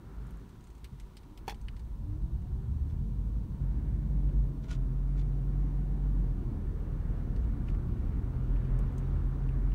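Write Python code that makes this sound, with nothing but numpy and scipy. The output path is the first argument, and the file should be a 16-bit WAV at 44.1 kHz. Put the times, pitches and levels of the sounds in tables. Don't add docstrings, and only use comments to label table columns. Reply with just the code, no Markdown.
import sys
import numpy as np
from scipy import signal
from scipy.io import wavfile
from scipy.ndimage import uniform_filter1d

SR = 44100
rng = np.random.default_rng(int(sys.argv[2]) if len(sys.argv) > 2 else 0)


def master(y):
    cut = np.clip(np.atleast_2d(y).T, -1, 1)
    pcm = np.round(cut * 32767)
    wavfile.write(sys.argv[1], SR, pcm.astype(np.int16))


def natural_amplitude(level_db):
    exponent = np.asarray(level_db, float) / 20
    return 10 ** exponent


N = 429534

# (time [s], road speed as motor whine [Hz], motor torque [dB], unevenness of the road [dB])
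DRIVE = [(0, 39.5, -45, -3), (1.0, 110.3, -30, 2), (1.3, 147.4, -0.5, -7), (1.57, 190, 3, 5),
         (2.0, 279.2, -3, 1.5), (2.45, 356.2, 1, 6), (2.75, 414.5, -1.5, 0), (3.1, 469, -1, -1.5),
         (3.6, 536, -9, 0), (4.3, 609, -11, -13), (4.75, 650, 1, 2.5), (5.07, 683, -6, -7),
         (5.6, 728, 0, -5), (6.1, 771, -1, -4.5), (6.45, 790, -23, 2), (7.15, 870, -40, -1),
         (7.9, 899.2, -40, 5.5), (9.74, 990, -40, 0)]


def rms_one(x):
    return x / np.sqrt(np.mean(x ** 2) + 1e-20)


def in_time(rows):
    s, *columns = np.transpose(rows)
    t = np.arange(N) / SR
    fade_s = 0.05
    gate = np.clip(np.minimum(t - s[0], s[-1] + fade_s - t) / fade_s, 0, 1)
    return [np.interp(t, s, c) for c in columns] + [gate]


def drift(rate):
    r = np.exp(-80 * np.pi * rate / SR)
    white = rng.standard_normal(N // 40 + 2002)
    slow = signal.lfilter([1], [1, -2 * r, r * r], white)[2000:]
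    return np.interp(np.arange(N) / 40, np.arange(len(slow)), rms_one(slow))


def resonances(x, modes):
    out = 0
    for k, (hz, width_hz, level_db) in enumerate(modes):
        r = np.exp(-np.pi * width_hz / SR)
        poles = [1, -2 * r * np.cos(2 * np.pi * hz / SR), r * r]
        ringing = signal.lfilter([(1 - r * r) / 2, 0, (r * r - 1) / 2], poles, x)
        out = out + (-1) ** k * natural_amplitude(level_db) * ringing
    return out


def humming(white, mode):
    return natural_amplitude(mode[2]) * rms_one(resonances(resonances(white, [mode]), [mode]))


def bands(white, low_hz, count, step):
    edges = low_hz * 2 ** (step * np.arange(count + 1))
    for k, (low, high) in enumerate(zip(edges, edges[1:])):
        sos = signal.butter(2, [low, high], "band", fs=SR, output="sos")
        run_in = np.r_[white[k % 2, -SR // 2:], white[k % 2]]
        yield np.sqrt(low * high), signal.sosfilt(sos, run_in)[-N:]


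def at_hz(points, hz):
    points_hz, points_db = np.transpose(points)
    return np.interp(np.log(hz), np.log(points_hz), points_db)


def tone(hz, levels_db, multiples, wobble, flutter_db):
    phase = 2 * np.pi * np.cumsum(hz * (1 + wobble * drift(5.9))) / SR
    out = 0
    for k, (multiple, db) in enumerate(zip(multiples, levels_db)):
        gain = natural_amplitude(uniform_filter1d(db, size=1500) + flutter_db * drift(3.1))
        out = out + np.sqrt(2) * gain * np.sin(multiple * phase + k)
    return out


def motor():
    # (frequency [Hz], width [Hz], level [dB])
    body_paths = [(71.5, 8.2, -32.5), (298, 18, -48), (331.5, 16.7, -57), (384.3, 17, -59),
                  (460, 37, -66.5), (558, 110, -64), (655, 70, -68.5), (760, 110, -69.5)]
    # (multiple of the whine [1], level [dB])
    orders = [(.1715, 0), (1.0, 0.5), (1.999, -7)]
    hz, torque_db, *_ = in_time(DRIVE)
    levels_db = []
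    for multiple, order_db in orders:
        power = 0
        for mode_hz, width_hz, db in body_paths:
            detuning = 2 * (multiple * hz - mode_hz) / width_hz
            power = power + natural_amplitude(2 * db) / (1 + (detuning ** 2) ** 2)
        levels_db.append(10 * np.log10(power) + order_db + torque_db)
    return tone(hz, levels_db, [m for m, _ in orders], wobble=0.004, flutter_db=1.2)


def engine():
    # (time [s], firing rate [Hz], firing level [dB], load [0-1])
    firing = [(3.55, 44.96, -38, 0), (3.65, 45.93, -35, 0.14), (3.82, 50.15, -33, 0.6),
              (4.25, 48.19, -28, 0.81), (4.5, 45.13, -31, 0.95), (4.65, 42.7, -40, 0.56),
              (4.77, 42.96, -30.5, 0.95), (5.17, 46.25, -28.5, 0.99), (5.8, 46.74, -31.5, 0.85),
              (6.08, 47.76, -29.5, 0.79), (6.24, 44.92, -26.5, 1), (6.36, 41.75, -36.5, 0.06),
              (6.6, 39.91, -35, 0), (7.2, 40.06, -35, 0), (8.05, 40.6, -33.5, .3), (8.41, 41.6, -41.5, 1),
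              (8.88, 43.57, -32.5, 0.98), (9.74, 44.5, -27, 1)]
    # (multiple of the firing rate [1], level coasting [dB], level at full load [dB])
    harmonics = [(2, -42, -55.5), (3, -50, -37.5), (5, -65.5, -57), (6, -60, -56)]
    hz, firing_db, load, gate = in_time(firing)
    multiples, levels_db = [1], [firing_db]
    for multiple, coast_db, full_db in harmonics:
        multiples.append(round(multiple))
        levels_db.append(coast_db + (full_db - coast_db) * load)
    return gate * tone(hz, levels_db, multiples, wobble=0.003, flutter_db=0.7)


def gearbox_shafts():
    # (time [s], shaft rate [Hz], level [dB])
    start_glide = [
        (2.7, 35.14, -46),
        (2.952, 42.8, -38),
        (3.348, 52.1, -28.5),
        (3.55, 58.7, -52),
        (3.766, 65.4, -36),
        (4.002, 68.36, -41.5),
        (4.3, 58, -36.5),
        (4.45, 48.2, -27.5),
        (4.55, 47.5, -38),
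    ]
    # (time [s], shaft rate [Hz], level [dB])
    cruise_glide = [
        (6.9, 54.7, -40),
        (7.24, 60.8, -42.5),
        (7.57, 64.67, -43),
        (7.85, 69.3, -37),
        (8.41, 78.6, -39.5),
        (8.55, 82.57, -50),
        (9.03, 85.8, -46),
        (9.19, 76.7, -38),
        (9.66, 68.33, -41),
    ]
    out = 0
    for glide in (start_glide, cruise_glide):
        hz, db, gate = in_time(glide)
        out = out + gate * tone(hz, [db], [1], wobble=0.0107, flutter_db=2.0)
    return out


def road_parts():
    # (level at rest [dB], level at speed [dB], knee of the whine [Hz],
    # fall per halving below it [dB], share of unevenness [1])
    speed_laws = [(-47.5, -35.5, 195, 16.5, 0.87), (-56.5, -42, 330, 16, 0.055),
                  (-63, -47, 640, 24.5, 0.056), (-69.5, -56, 950, 17, .01)]
    # (middle [s], length [s], rumble level [dB], drone level [dB], hiss level [dB])
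    passing = [
        (0.176, 0.45, -53.5, -57, -63.5),
        (1.45, .3, -62, -65, -74),
        (2.498, 0.76, -43, -71, -82),
        (3.2, 0.62, -37.5, -70, -82),
        (3.85, 0.73, -44, -59, -66.5),
        (4.398, .4, -43, -53.5, -72),
        (6.4, 1.1, -47.5, -52, -75),
        (7.4, .5, -41, -54, -73),
        (8.9, 0.95, -49, -77, -58),
    ]
    hz, _, uneven_db, _ = in_time(DRIVE)
    t = np.arange(N) / SR
    powers = []
    for rest_db, top_db, knee_hz, rise_db, share in speed_laws:
        below_knee_db = rise_db * np.log2(1 + (knee_hz / hz) ** 4) / 4
        powers.append(natural_amplitude(2 * rest_db) + natural_amplitude(2 * (top_db - below_knee_db + share * uneven_db)))
    for s, length, *levels_db in passing:
        near = np.exp(-(2 * (t - s) / length) ** 2)
        powers[1:] = [power + near * natural_amplitude(2 * db) for power, db in zip(powers[1:], levels_db)]
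    return 10 * np.log10(powers)


def road(patchy_db):
    centres_hz = [50, 125, 350, 1200]
    # (frequency [Hz], density [dB per Hz])
    body_colour = [(25, -10.5), (38, -7), (52, 1), (75, -4.5), (125, 3.5), (180, 1), (260, 1.5), (380, -4),
                   (560, -6.5), (900, -3), (1300, -1), (2200, -12.5), (4000, -28), (6000, -79)]
    # (frequency [Hz], width [Hz], level over its road part [dB], road part [0-3])
    tyre_modes = [(52.44, 8.4, -9.5, -0.5), (215.45, 6.9, -13.5, 1), (277, 32, -14.5, 2),
                  (377.5, 45, -1, 3)]
    parts_db = road_parts()
    white, texture, out = rng.standard_normal((2, N)), drift(6.8), 0
    for hz, band in bands(white, 22.5, count=24, step=1 / 3):
        place = np.interp(np.log(hz), np.log(centres_hz), range(4))
        k = min(int(place), 2)
        lower_db, upper_db = [parts_db[j] - 10 * np.log10(centres_hz[j]) for j in (k, k + 1)]
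        level_db = lower_db * (k + 1 - place) + upper_db * (place - k) + at_hz(body_colour, hz)
        flicker_db = patchy_db * (0.41 * texture + drift(2.3))
        out = out + natural_amplitude(level_db + flicker_db) * band * np.sqrt(SR / 2)
    for *mode, part in tyre_modes:
        out = out + natural_amplitude(parts_db[round(part)]) * humming(white[0], mode)
    return out


def thumps():
    # (time [s], level [dB], frequency [Hz], decay t60 [s])
    pushes = [(.05, -36, 49.5, 0.33), (.17, -35, 51.3, 0.61), (0.224, -38, 128.5, 0.31),
              (0.32, -32, 49.8, 0.32), (0.68, -40, 55, .2), (0.831, -33, 54.6, 0.25), (.915, -38, 183, 0.1),
              (.92, -38, 135.4, 0.18), (0.923, -37, 85.5, 0.13), (1.022, -38, 48.7, 0.48),
              (1.308, -37.5, 196, 0.076), (1.479, -38.5, 262, 0.049), (1.522, -35, 53, .35),
              (2.07, -28, 98.7, .4), (4.318, -27.5, 56.8, .35), (7.382, -21, 57.2, 0.5),
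              (7.69, -21.5, 68.4, 0.28), (8.49, -20, 45, 0.56), (8.705, -20, 44.5, 0.6)]
    out, t = np.zeros(N), np.arange(round(0.4 * SR)) / SR
    soft_onset = 1 - np.exp(-t / 0.0072)
    for s, db, hz, t60 in pushes:
        i = round(s * SR)
        out[i:i + len(t)] += natural_amplitude(db - 60 * t / t60) * soft_onset * np.sin(2 * np.pi * hz * t)
    return out


def latch():
    # (time [s], thud level [dB], ring level [dB])
    contacts = [
        (1.471, -72, -50),
        (1.4792, -28.5, -29.5),
        (1.4815, -30, -35.5),
        (1.487, -30, -55),
        (1.495, -37.5, -30),
        (1.506, -39, -36),
        (1.517, -48, -43),
        (1.524, -38, -58),
    ]
    # (frequency [Hz], level [dB], decay t60 [s])
    housing = [(338, -13, 0.045), (459, -5.5, 0.057), (620, -10, .035), (814, 1, 0.091), (906, 4.5, 0.02)]
    # (frequency [Hz], width [Hz], level [dB])
    spring = [(1790, 410, 1.5), (2670, 420, -1.5), (3396, 110, 4.5), (4410, 140, 0), (5350, 630, -7),
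              (6650, 2700, -11), (8400, 2500, -12.5), (13300, 2700, -18)]
    t = np.arange(1500) / SR
    first_s = contacts[0][0]
    knocks, grinding = np.full((2, 6000), 1e-18)
    for (s, thud_db, ring_db), grit in zip(contacts, rng.standard_normal((len(contacts), len(t)))):
        i = round((s - first_s) * SR)
        knocks[i:i + len(t)] += natural_amplitude(thud_db - 24.5) * (1 + 0.34 * grit) * natural_amplitude(-60 * t / 0.0012)
        grinding[i:i + len(t)] += natural_amplitude(ring_db + 2.0) * grit * natural_amplitude(-60 * t / 0.048)
    clack = resonances(grinding, spring)
    for hz, level_db, t60 in housing:
        r, w = natural_amplitude(-60 / (t60 * SR)), 2 * np.pi * hz / SR
        clack += natural_amplitude(level_db) * signal.lfilter([0, np.sin(w)], [1, -2 * r * np.cos(w), r * r], knocks)
    out = np.zeros(N)
    out[round(first_s * SR):][:len(clack)] = clack
    return out


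def ticks():
    # (frequency [Hz], width [Hz], level [dB])
    plastic = [
        [(1420, 1120, -10.5), (2000, 920, 1.5), (2410, 600, 1.5), (2980, 350, -2)],
        [(3600, 1350, 15.5), (4530, 2360, 6.5)],
        [(6280, 860, 5.5), (8800, 1000, 3.5)],
        [(11500, 2300, -1), (14200, 1800, -8)],
    ]
    # (time [s], peak level [dB], extra per range upwards [dB])
    panel = [(.2234, -71, -2), (.843, -50.5, 1.5), (0.999, -52, 0.5), (1.1686, -52.5, 1),
             (1.232, -63, -0.5), (1.375, -53.5, 1), (1.5443, -55, -1.5), (1.7652, -55, -2.5),
             (1.794, -62.5, 1.5), (2.8994, -71, 1), (7.3619, -57.5, -1)]
    clip = [(1.6838, -38, 1.5), (4.292, -59, -1), (7.4394, -62, 3), (7.6842, -46, -4), (7.7477, -53.5, -2),
            (7.97, -61, -5), (8.08, -62, 2), (8.56, -52, -6), (8.6491, -59, 5), (9.4892, -49.5, -6),
            (9.7193, -50, -7)]
    seam = [(0.4923, -59, 0.5), (0.6085, -62, 1), (.6403, -62.5, 2.5), (.6708, -58, 0.5), (.7023, -59, -1),
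            (.7506, -61, 0), (.7801, -63, 1), (1.613, -57, -0.5), (2.4186, -63, -0.5), (7.6996, -55, -3.5),
            (8.98, -57.5, 3)]
    foil = [
        (.2683, -59, -2),
        (.3071, -57.5, -1),
        (.3716, -64, 0),
        (8.79, -54.5, 0.097),
        (8.925, -68, 0),
    ]
    # (under 3 kHz [dB], 3-6 kHz [dB], 6-10 kHz [dB], over 10 kHz [dB], decay t60 [s])
    colours = [(0, 1, -2.5, -9, 0.068), (-1, -10.5, -25, -37, 0.038), (-6, -7.5, -2, -12, 0.062),
               (-5, -13, 1, 0.5, 0.049)]
    out, t = np.zeros(N), np.arange(3000) / SR
    for table, (*colour_db, t60) in zip((panel, clip, seam, foil), colours):
        decay = natural_amplitude(-60 * t / 0.0065) + natural_amplitude(-60 * t / max(t60, 0.005))
        for (s, db, tilt_db), noise in zip(table, rng.standard_normal((len(table), len(t)))):
            burst = 3.1 * (t == 0) + noise * decay
            i = round(s * SR)
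            for k, modes in enumerate(plastic):
                wide_modes = [(hz, 3 * width_hz, 0) for hz, width_hz, _ in modes]
                part = resonances(resonances(burst, modes), wide_modes)
                gain = natural_amplitude(db + colour_db[k] + k * tilt_db + 0.5)
                out[i:i + len(t)] += (gain * part / np.abs(part).max())[:N - i]
    return out


def scuffs():
    # (middle [s], length [s], level [dB])
    rubs = [(.45, 1, -74), (1.102, 0.62, -77), (2.907, 0.089, -73), (4.65, 0.044, -61.5),
            (4.703, 0.036, -63), (4.719, 0.057, -51.5), (4.756, 0.033, -68), (5.196, 0.06, -59.5),
            (7.439, 0.064, -72), (7.69, 0.061, -68), (9.0, 0.31, -77)]
    # (frequency [Hz], width [Hz], level [dB])
    cloth = [(1040, 270, 2.5), (1440, 58, 12), (1980, 580, 2), (3474, 1550, 0), (6400, 2400, -6),
             (11000, 5000, -28)]
    t = np.arange(N) / SR
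    rub = sum(natural_amplitude(db) * np.exp(-((t - s) / (length / 2.32)) ** 2) for s, length, db in rubs)
    white = rng.standard_normal(N)
    uneven_db = 2.6 * np.minimum(rng.exponential(1, N), 5)
    grains = white * natural_amplitude(uneven_db + 2.8 * drift(150))
    return rub * rms_one(resonances(grains, cloth))


def vent():
    # (frequency [Hz], width [Hz], level [dB])
    narrow_bands = [(382, 30, -83.5), (800, 180, -78.5), (935, 227, -70), (3900, 60, -97.5), (4460, 260, -88.5),
                    (6010, 280, -89.5), (8400, 330, -96)]
    white = rng.standard_normal(N)
    return sum(humming(white, mode) for mode in narrow_bands)


def microphone_floor():
    # (frequency [Hz], density [dB per Hz])
    hiss_colour = [(880, -19.5), (1500, -18.5), (2510, 0), (3880, 0.5), (4200, -1), (4500, -13.5),
                   (4780, -3.5), (5940, -4), (7540, -7), (8660, -3), (10500, -9), (12600, -4), (14300, -12),
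                   (15200, -7), (16000, -2)]
    # (frequency [Hz], level [dB])
    whistles = [(3790, -97), (6702, -101), (8430, -101), (15003, -91)]
    hiss_db, comb_hz, comb_db, comb_fall_db = -77, 996.4, -92, -0.9
    white = rng.standard_normal((2, N))
    hiss = sum(natural_amplitude(at_hz(hiss_colour, hz)) * band for hz, band in bands(white, 1400, count=22, step=1 / 6))
    lines = [(k * comb_hz, comb_db + k * comb_fall_db) for k in range(4, 16)] + list(whistles)
    t = np.arange(N) / SR
    hum = sum(np.sqrt(2) * natural_amplitude(db) * np.sin(2 * np.pi * hz * t + hz) for hz, db in lines)
    return natural_amplitude(hiss_db + 2.5) * rms_one(hiss) + hum


def scene():
    drive = motor() + engine() + gearbox_shafts()
    cabin = thumps() + latch() + ticks() + scuffs() + vent()
    return (drive + road(patchy_db=1.43) + cabin + microphone_floor())[None]


def top_cut(x):
    return signal.sosfilt(signal.butter(12, 16490, fs=SR, output="sos"), x)


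def record(dry):
    low_pass = signal.ellip(10, 0.5, 45, 15720, fs=SR, output="sos")
    return top_cut(signal.sosfilt(low_pass, dry))


dry = scene()
out = record(dry)
master(out)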